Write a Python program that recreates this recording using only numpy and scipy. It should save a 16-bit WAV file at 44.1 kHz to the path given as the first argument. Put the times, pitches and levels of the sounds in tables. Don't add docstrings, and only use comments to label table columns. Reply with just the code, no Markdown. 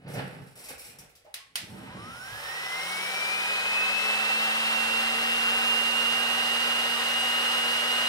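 import sys
import numpy as np
from scipy import signal
from scipy.fft import rfft, irfft, next_fast_len
from scipy.io import wavfile

SR = 44100
rng = np.random.default_rng(int(sys.argv[2]) if len(sys.argv) > 2 else 0)


def invert_db(x):
    u = np.asarray(x, float) / 20
    return 10 ** u


def log_audio(samples):
    frames = np.atleast_2d(samples).T
    limited = np.clip(frames, -1, 1)
    pcm = np.round(limited * 32767).astype(np.int16)
    wavfile.write(sys.argv[1], SR, pcm)


N = 356636
MOTOR_ON_S = 1.6
TOP_TURNS_PER_S = 238.21


def motor():
    speed = rotor_speed()
    turns = np.cumsum(speed) / SR
    tones = hum(speed, turns) + blade_whine(turns) + overtones(speed, turns)
    return np.sqrt(2) * tones * motor_running() + brushes(turns)


# missing_speed [turns per s], time_constant [s]
SPIN_UP = [
    (148.2, .798),
    (70.4, 1.394),
]


def rotor_speed():
    running_s = np.maximum(np.arange(N) / SR - MOTOR_ON_S, 0)
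    return TOP_TURNS_PER_S - sum(missing * np.exp(-running_s / lag_s) for missing, lag_s in SPIN_UP)


def motor_running():
    return np.arange(N) > MOTOR_ON_S * SR


# pitch_hz [Hz], width_hz [Hz], left_db [dB], right_db [dB]
HUM_MODES = [(187, 18, -60, -54), (228.5, 12, -44, -64), (233, 8.7, -65, -43.5)]


def hum(speed, turns):
    power = 0
    for pitch_hz, width_hz, left_db, right_db in HUM_MODES:
        power = power + invert_db(ports(left_db, right_db)) ** 2 * resonance(speed, pitch_hz, width_hz)
    return np.sqrt(power) * np.sin(2 * np.pi * turns + ports(0.84, 0))


# time_s [s], left_db [dB], right_db [dB], left_port_lead [cycles]
WHINE = [(1.76, -67, -65, .35), (2.05, -47, -47, .2), (2.33, -49, -41, .25), (2.5, -43, -37, .7),
         (2.74, -35, -37, .12), (3.25, -29, -35, .43), (3.7, -29, -29, .5), (3.84, -28, -28, .69),
         (3.97, -24, -38, .42), (4.14, -28, -26, .33), (4.23, -28, -27, .55), (4.65, -29, -27, .44),
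         (4.86, -30, -26, .63), (5.52, -27, -26, .58), (5.72, -30, -24, .5), (5.9, -33, -25, .65),
         (6.88, -33, -28, .64), (7.2, -31, -29, .74)]
# time_s [s], width_s [s], left_db [dB], right_db [dB]
WHINE_FADES = [(2.22, .05, -5, 0), (2.42, .04, -3, -8), (2.87, .04, -5, -4), (3.08, .1, -3, -4),
               (3.44, .05, -3, 0), (3.63, .06, 0, -6), (4.2, .07, -6, 0), (4.55, .08, 0, -3),
               (4.81, .07, -7, 0), (5.2, .2, -3, -3), (5.6, .06, 0, -2), (6.98, .07, -7, -1)]


def blade_whine(turns):
    t = np.arange(N) / SR
    left_db, right_db, lead = in_time(WHINE)
    fade_db = 0
    for time_s, width_s, fade_left, fade_right in WHINE_FADES:
        fade_db = fade_db + ports(fade_left, fade_right) * np.exp(-((t - time_s) / width_s) ** 2)
    flutter = invert_db(1.2 * np.array([drift(14), drift(14)]) + .2)
    lead = lead + .02 * drift(6)
    level = invert_db(np.array([left_db, right_db]) + fade_db) * flutter
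    whine = level * np.sin(2 * np.pi * (12 * turns + lead * ports(1, 0)))
    copy_level = invert_db((left_db + right_db) / 2 - 24 + 2 * drift(8))
    return whine + copy_level * np.sin(2 * np.pi * (12 * turns + lead / 2 + .5))


# multiple [times rotor speed], left_db [dB], right_db [dB]
OVERTONES = [(2, -52, -55), (5, -53, -52), (20, -60, -54), (23, -59, -57), (24, -59, -62), (25, -58, -61),
             (36, -61, -58), (40, -61, -66), (41, -60, -63), (42, -62, -65), (53, -64, -69), (61, -63, -69),
             (65, -68, -78)]


def overtones(speed, turns):
    out = np.zeros((2, N))
    wavers = [invert_db(4.4 * drift(7.0)) for _ in range(6)]
    growth = (speed / speed[-1]) ** 5.0
    for k, (multiple, *side_db) in enumerate(OVERTONES):
        for side in range(2):
            phase = 2 * np.pi * (round(multiple) * turns + rng.random())
            waver = wavers[(k + 3 * side) % 6]
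            out[side] += invert_db(side_db[side]) * growth * waver * np.sin(phase)
    return out


# pitch_hz [Hz], level_db [dB]
CAN_COLOUR = [(3000, -40), (4900, -13), (5450, 0), (5900, -13), (7500, -13), (8500, -6), (9200, -9),
              (9800, -1), (10500, -12), (12600, -13), (14200, -4), (16000, -12)]
# time_s [s], level_db [dB]
BRUSH_LEVEL = [(1.6, -90), (1.95, -59), (2.3, -51), (2.7, -48), (3.7, -49), (4.6, -53), (8.09, -56)]
STRONG_MULTIPLES = [26, 31, 36, 43, 47, 54, 65]
STRONG_DB = 4.5


def brushes(turns):
    size = 2048
    multiple = np.arange(size // 2 + 1)
    lines = rng.standard_normal((3, 2, len(multiple))) * np.exp(-(multiple / 115) ** 2)
    lines = lines * invert_db(STRONG_DB * np.isin(multiple, STRONG_MULTIPLES))
    patterns = irfft(lines[:, 0] + 1j * lines[:, 1], size)
    place = turns % 1 * size
    contacts = 0
    for pattern in patterns:
        wear = 1 + .6 * drift(.8)
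        contacts = contacts + wear * np.interp(place, np.arange(size), pattern, period=size)
    song = rms_one(coloured(contacts, lambda hz: at_hz(CAN_COLOUR, hz)))
    level_db, = in_time(BRUSH_LEVEL)
    return placed(invert_db(level_db) * song, wet_db=-3.0, bass_wet_db=-8.0)


# time_s [s], level_db [dB]
AIR_LEVEL = [(1.6, -30), (1.8, -23.5), (2.0, -30), (2.2, -33.5), (2.5, -30), (3.0, -30), (3.5, -30),
             (4.0, -29.5), (5.0, -30), (6.0, -30.5), (7.0, -30), (8.09, -30)]
# pitch_hz [Hz], level_db [dB per Hz]
AIR_COLOUR = [(40, -36.5), (110, -18.5), (300, -17), (500, -6), (900, -3), (1600, 0), (2200, -1),
              (2900, -4.5), (4200, -10), (6000, -15.5), (7600, -16.5), (9600, -20.5), (13500, -19.5),
              (15800, -26.5)]
# pitch_hz [Hz], width_hz [Hz], left_db [dB], right_db [dB]
BARREL = [(562, 66, -2.5, 5), (765.4, 40, 11, 7), (990, 170, -2.5, 3.5), (1267, 220, 5, 0),
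          (1710, 77, 3, -9), (2280, 19, -1, -17), (2601, 29, 2, 8.5), (3047, 470, 3, 8),
          (3790, 450, 1.5, 6.5), (4135, 270, 5, 3.5), (4910, 73, -1.5, 11.5), (5380, 210, 3, 3),
          (8620, 920, 11, 8)]
# [dB, negative = notch]
STANDING_WAVES = [(707, 70, -4), (1092, 18, 2.5), (1140, 50, -8), (1262, 15, 1.5), (1382, 13, 0.5),
                  (1522, 23, 5), (1625, 32, 3.5), (1726, 67, -4.5), (1870, 26, 6), (1940, 60, 2),
                  (2080, 30, 8), (2130, 51, -7.5), (2520, 54, 2)]
# upper_edge_hz [Hz], growth [power of speed]
AIR_GROWTH = [(950, 1.9), (2300, 2.41), (6500, 2.95), (10500, 3), (22050, 7)]


def air():
    def resonances_db(hz):
        level = 0
        for pitch_hz, width_hz, left_db, right_db in BARREL:
            level = level + ports(left_db, right_db) * resonance(hz, pitch_hz, width_hz)
        for pitch_hz, width_hz, db in STANDING_WAVES:
            level = level + db * resonance(hz, pitch_hz, width_hz)
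        return level

    speed = rotor_speed()
    rush_db, = in_time(AIR_LEVEL)
    rush = coloured(spread(AIR_COLOUR), resonances_db)
    below, out = 0, 0
    for edge_hz, power in AIR_GROWTH:
        up_to = coloured(rush, lambda hz: -10 * np.log10(1 + (hz / edge_hz) ** 6))
        out = out + (up_to - below) * (speed / speed[-1]) ** power * invert_db(.5 * drift(29))
        below = up_to
    return out * invert_db(rush_db + 0.21 * drift(11.0)) * motor_running()


# time_s [s], level_db [dB], housing_ring_hz [Hz]
SWITCH = [
    (1.3410, -27.5, 4020),
    (1.5560, -20, 3120),
]
# pitch_hz [Hz], level_db [dB]
SNAP_COLOUR = [(300, -32), (600, -4), (1200, -3.5), (2000, 7), (4800, 6), (7000, -0.5), (9000, 6),
               (16000, -5)]
RATTLE_S, RATTLE_DB = 0.0045, 0.5
RING_T60_S, RING_DB = 0.022, -3.5


def switch():
    tick, housing = np.zeros(N), np.zeros((2, N))
    grit = spread(SNAP_COLOUR)
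    t = np.arange(2000) / SR
    rattle_shape = np.exp(-t / RATTLE_S) * np.minimum(t / 0.0021, 1)
    for time_s, db, ring_hz in SWITCH:
        at = round(time_s * SR)
        tick[at] = invert_db(db)
        housing[:, at - 30:at + 1970] += invert_db(db + RATTLE_DB) * grit[:, at:at + 2000] * rattle_shape
        housing += ring(invert_db(db + RING_DB) * (np.arange(N) == at), ring_hz, RING_T60_S)
    tick = coloured(tick, lambda hz: at_hz(SNAP_COLOUR, hz) + 17.3)
    return (placed(tick, wet_db=16.0, bass_wet_db=10.0) + housing) * invert_db(ports(-.5, .5))


# peak_s [s], rise_s [s], fall_s [s], scrape_db [dB], board_db [dB above the scrape]
DRAGS = [
    (.18, .13, 0.17, -37.5, 5.5),
    (.08, 0.057, 0.11, -51, 13.5),
    (.42, 0.7, 0.14, -52.5, 9),
    (.56, 0.0065, 0.33, -56, -3),
    (.714, .07, 0.062, -48.5, -6),
    (.85, .2, 0.68, -60.5, -11),
    (1.03, 0.39, 0.091, -64, 10),
    (1.27, .03, 0.016, -59, -27),
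]
# peak_s [s], rise_s [s], fall_s [s], level_db [dB]
SHAKES = [
    (1.64, 0.058, 0.36, -52),
    (1.77, 0.19, 0.5, -41.5),
    (1.95, 0.16, .3, -43.5),
    (2.06, .1, .15, -48),
    (2.35, .05, .04, -62),
]
# peak_s [s], rise_s [s], fall_s [s], level_db [dB]
SWAYS = [
    (.2, .3, .4, -63),
    (.76, .2, .5, -62),
    (1.03, .3, .1, -65),
    (1.84, .1, .5, -56),
    (2.05, 0.22, 0.44, -61),
    (2.4, 0.35, 0.19, -53.5),
]
# pitch_hz [Hz], level_db [dB per Hz]
RUMBLE_COLOUR = [(18, -58), (30, -30), (70, -21), (140, 2), (183, -2.5), (211, -14), (274, -7.5),
                 (329, -22), (400, -14), (520, -26), (880, -120)]
SCRAPE_COLOUR = [(180, -25), (300, -10.5), (523, -1), (663, -7.5), (832, -8.5), (975, -16), (1420, -12.5),
                 (2830, -17), (3170, -23.5), (4500, -25), (5850, -37), (9900, -120)]
SHAKE_COLOUR = [(35, -42), (60, -17), (124, 3.5), (296, -7.5), (325, -7), (483, -13.5), (626, -12),
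                (678, -30), (900, -16), (1170, -38), (1980, -120)]
SWAY_COLOUR = [(20, -32), (40, -11), (56, 0), (75, 0), (110, -19), (300, -70)]


def housing_on_table():
    board = strokes([(s, rise, fall, db + board_db) for s, rise, fall, db, board_db in DRAGS])
    lumps = invert_db(1.8 * drift(18))
    rumble = lumps * (strokes(SHAKES) * noise(SHAKE_COLOUR) + board * noise(RUMBLE_COLOUR))
    sway = strokes(SWAYS) * noise(SWAY_COLOUR)
    grains = invert_db(1.5 + 3.4 * drift(50))
    scrape = strokes([row[:4] for row in DRAGS]) * grains * noise(SCRAPE_COLOUR)
    return placed(rumble + sway + scrape, wet_db=-1.5, bass_wet_db=-12.0) * invert_db(ports(-1.2, 1.2))


STROKE_SPAN_DB = 20


def strokes(rows):
    t = np.arange(N) / SR
    power = 0
    for peak_s, rise_s, fall_s, db in rows:
        away = np.maximum((peak_s - t) / rise_s, (t - peak_s) / fall_s)
        power = power + invert_db(db - STROKE_SPAN_DB * away) ** 2
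    return np.sqrt(power)


# pitch_hz [Hz], level_db [dB per Hz]
HISS_COLOUR = [(1500, -9.5), (2500, 1.5), (3300, -9), (4300, -4.5), (5100, -5), (5550, 1), (6000, -8),
               (6900, -10), (7400, 0), (10000, 0.5), (12000, -6.5), (14000, -2), (16000, -15)]


def cord():
    hiss = slides() * invert_db(2.0 + 3.0 * drift(60)) * noise(HISS_COLOUR)
    return placed(hiss, wet_db=-1.0, bass_wet_db=-9.0)


# start_s [s], peak_s [s], fall_s [s], level_db [dB]
SLIDES = [(0.08, 0.147, 0.19, -49.5), (.3, .35, 0.45, -63.5), (.46, 0.474, 0.068, -61),
          (0.555, 0.556, 0.074, -48.5), (0.584, .70, .075, -45.5), (0.7796, 0.78, 0.13, -46.5),
          (0.816, 0.893, 0.076, -50.5), (0.986, 0.987, .08, -51.5), (1.094, 1.097, .06, -66),
          (1.15, 1.156, .08, -64), (1.6, 1.75, 0.35, -58)]
BREAK_LOOSE_DB = -4


def slides():
    t = np.arange(N) / SR
    power = 0
    for start_s, peak_s, fall_s, db in SLIDES:
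        swell_db = np.minimum(BREAK_LOOSE_DB * (peak_s - t) / (peak_s - start_s), 0)
        fall_db = STROKE_SPAN_DB * np.maximum(t - peak_s, 0) / fall_s
        power = power + (t > start_s) * invert_db(db + swell_db - fall_db) ** 2
    return np.sqrt(power)


# time_s [s], peak_db [dB]
TICKS = [(0.0774, -50), (0.138, -36), (0.4324, -54), (0.5566, -54), (0.5796, -52), (0.601, -56),
         (0.7806, -39), (0.9882, -35), (1.0944, -46), (1.1533, -44), (1.2466, -53)]
# time_s [s], level_db [dB], pitch_hz [Hz], ring_down_s [s to fall 60 dB]
KNOCKS = [
    (1.249, -42.5, 614, 0.058),
    (1.264, -40.5, 810, 0.035),
    (1.4, -51, 1100, .06),
    (2.326, -33, 107, 0.24),
    (2.385, -58, 69.6, 0.36),
]


def ticks_and_knocks():
    ticks = np.zeros(N)
    for time_s, db in TICKS:
        at = round(time_s * SR)
        ticks[at:at + 400] += invert_db(db + 2.0) * rng.standard_normal(400) * np.exp(-np.arange(400) / 60)
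    ticks = signal.sosfilt(signal.butter(2, 2500, "high", fs=SR, output="sos"), ticks)
    knocks = 0
    for time_s, db, hz, t60 in KNOCKS:
        soft = signal.butter(2, 2.1 * hz, fs=SR, output="sos")
        hit = invert_db(db) * (np.arange(N) == round(time_s * SR))
        knocks = knocks + signal.sosfilt(soft, ring(hit, hz, t60))
    return placed(ticks + knocks, wet_db=8.5, bass_wet_db=-33.0)


# pitch_hz [Hz], level_db [dB per Hz]
FLOOR_COLOUR = [(18, -31), (30, 9), (115, 16), (526, -36), (822, -8), (1390, -58), (1810, 8), (6380, -10),
                (8740, -2), (16000, -22)]


def room_floor():
    return invert_db(-69) * spread(FLOOR_COLOUR)


PORT_LAG = 8
# pitch_hz [Hz], ring_down_s [s to fall 60 dB]
ROOM_T60 = [(100, 0.36), (500, 0.25), (1300, 0.54), (3500, 0.38), (9000, 0.2), (16000, 0.14)]


def placed(x, wet_db, bass_wet_db):
    t = np.arange(SR // 2) / SR
    edges = np.geomspace(60, 17000, num=9)
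    tail = 0
    for low, high in zip(edges, edges[1:]):
        band_filter = signal.butter(1, [low, high], "band", fs=SR, output="sos")
        band = signal.sosfilt(band_filter, rng.standard_normal((2, len(t))))
        hz = np.sqrt(low * high)
        share_db = np.interp(np.log(hz), np.log([150, 900]), [bass_wet_db, 0])
        tail = tail + band * invert_db(share_db - 60 * t / at_hz(ROOM_T60, hz))
    tail = tail * np.clip(t / 0.0014 - .5, 0, 1)
    tail = tail / np.sqrt(np.sum(tail ** 2, axis=1, keepdims=True))
    direct = np.stack([x, np.r_[np.zeros(PORT_LAG), x[:-PORT_LAG]]])
    wet = signal.fftconvolve(x[None], tail, axes=1)[:, :N]
    return (direct + invert_db(wet_db) * wet) / np.sqrt(1 + invert_db(wet_db) ** 2)


# pitch_hz [Hz], shared_part [0 to 1]
LIKENESS = [(60, .94), (250, .88), (600, .65), (1200, .5), (2500, .65), (5000, .55), (8000, .42),
            (16000, .4)]


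def spread(points):
    def part_db(hz, own):
        shared_part = np.clip(at_hz(LIKENESS, hz), .01, .99)
        return at_hz(points, hz) + 10 * np.log10(np.abs(own - shared_part))

    source = rng.standard_normal(N)
    shared = coloured(np.stack([source, np.roll(source, PORT_LAG)]), lambda hz: part_db(hz, 0))
    separate = coloured(rng.standard_normal((2, N)), lambda hz: part_db(hz, 1))
    return rms_one(shared + separate)


def noise(points):
    return rms_one(coloured(rng.standard_normal(N), lambda hz: at_hz(points, hz)))


def ring(clicks, hz, t60):
    r, w = invert_db(-60 / (t60 * SR)), 2 * np.pi * hz / SR
    return signal.lfilter([0, np.sin(w)], [1, -2 * r * np.cos(w), r * r], clicks + 1e-18)


def resonance(hz, centre_hz, width_hz):
    return 1 / (1 + (2 * (hz - centre_hz) / width_hz) ** 2)


def drift(rate):
    r = np.exp(-80 * np.pi * rate / SR)
    slow = signal.lfilter([1], [1, -2 * r, r * r], rng.standard_normal(N // 40 + 2002))[2000:]
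    return np.interp(np.arange(N) / 40, np.arange(len(slow)), rms_one(slow))


def coloured(x, db_at):
    size = next_fast_len(N)
    gain = invert_db(db_at(np.fft.rfftfreq(size, 1 / SR)))
    return irfft(rfft(x, size) * gain, size)[..., :N]


def at_hz(points, hz):
    pitch_hz, value = np.transpose(points)
    return np.interp(np.log(hz + 1), np.log(pitch_hz), value)


def in_time(rows):
    time_s, *columns = np.transpose(rows)
    return [np.interp(np.arange(N) / SR, time_s, column) for column in columns]


def ports(left, right):
    return np.array([[left], [right]])


def rms_one(x):
    return x / np.sqrt(np.mean(x ** 2) + 1e-20)


def scene():
    handling = housing_on_table() + cord() + ticks_and_knocks()
    return motor() + air() + switch() + handling + room_floor()


def top_cut(x):
    return signal.sosfilt(signal.butter(12, 16530, fs=SR, output="sos"), x)


def record(dry):
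    finished = coloured(dry, lambda hz: -90 * (hz > 15760))
    return top_cut(finished)


dry = scene()
out = record(dry)
log_audio(out)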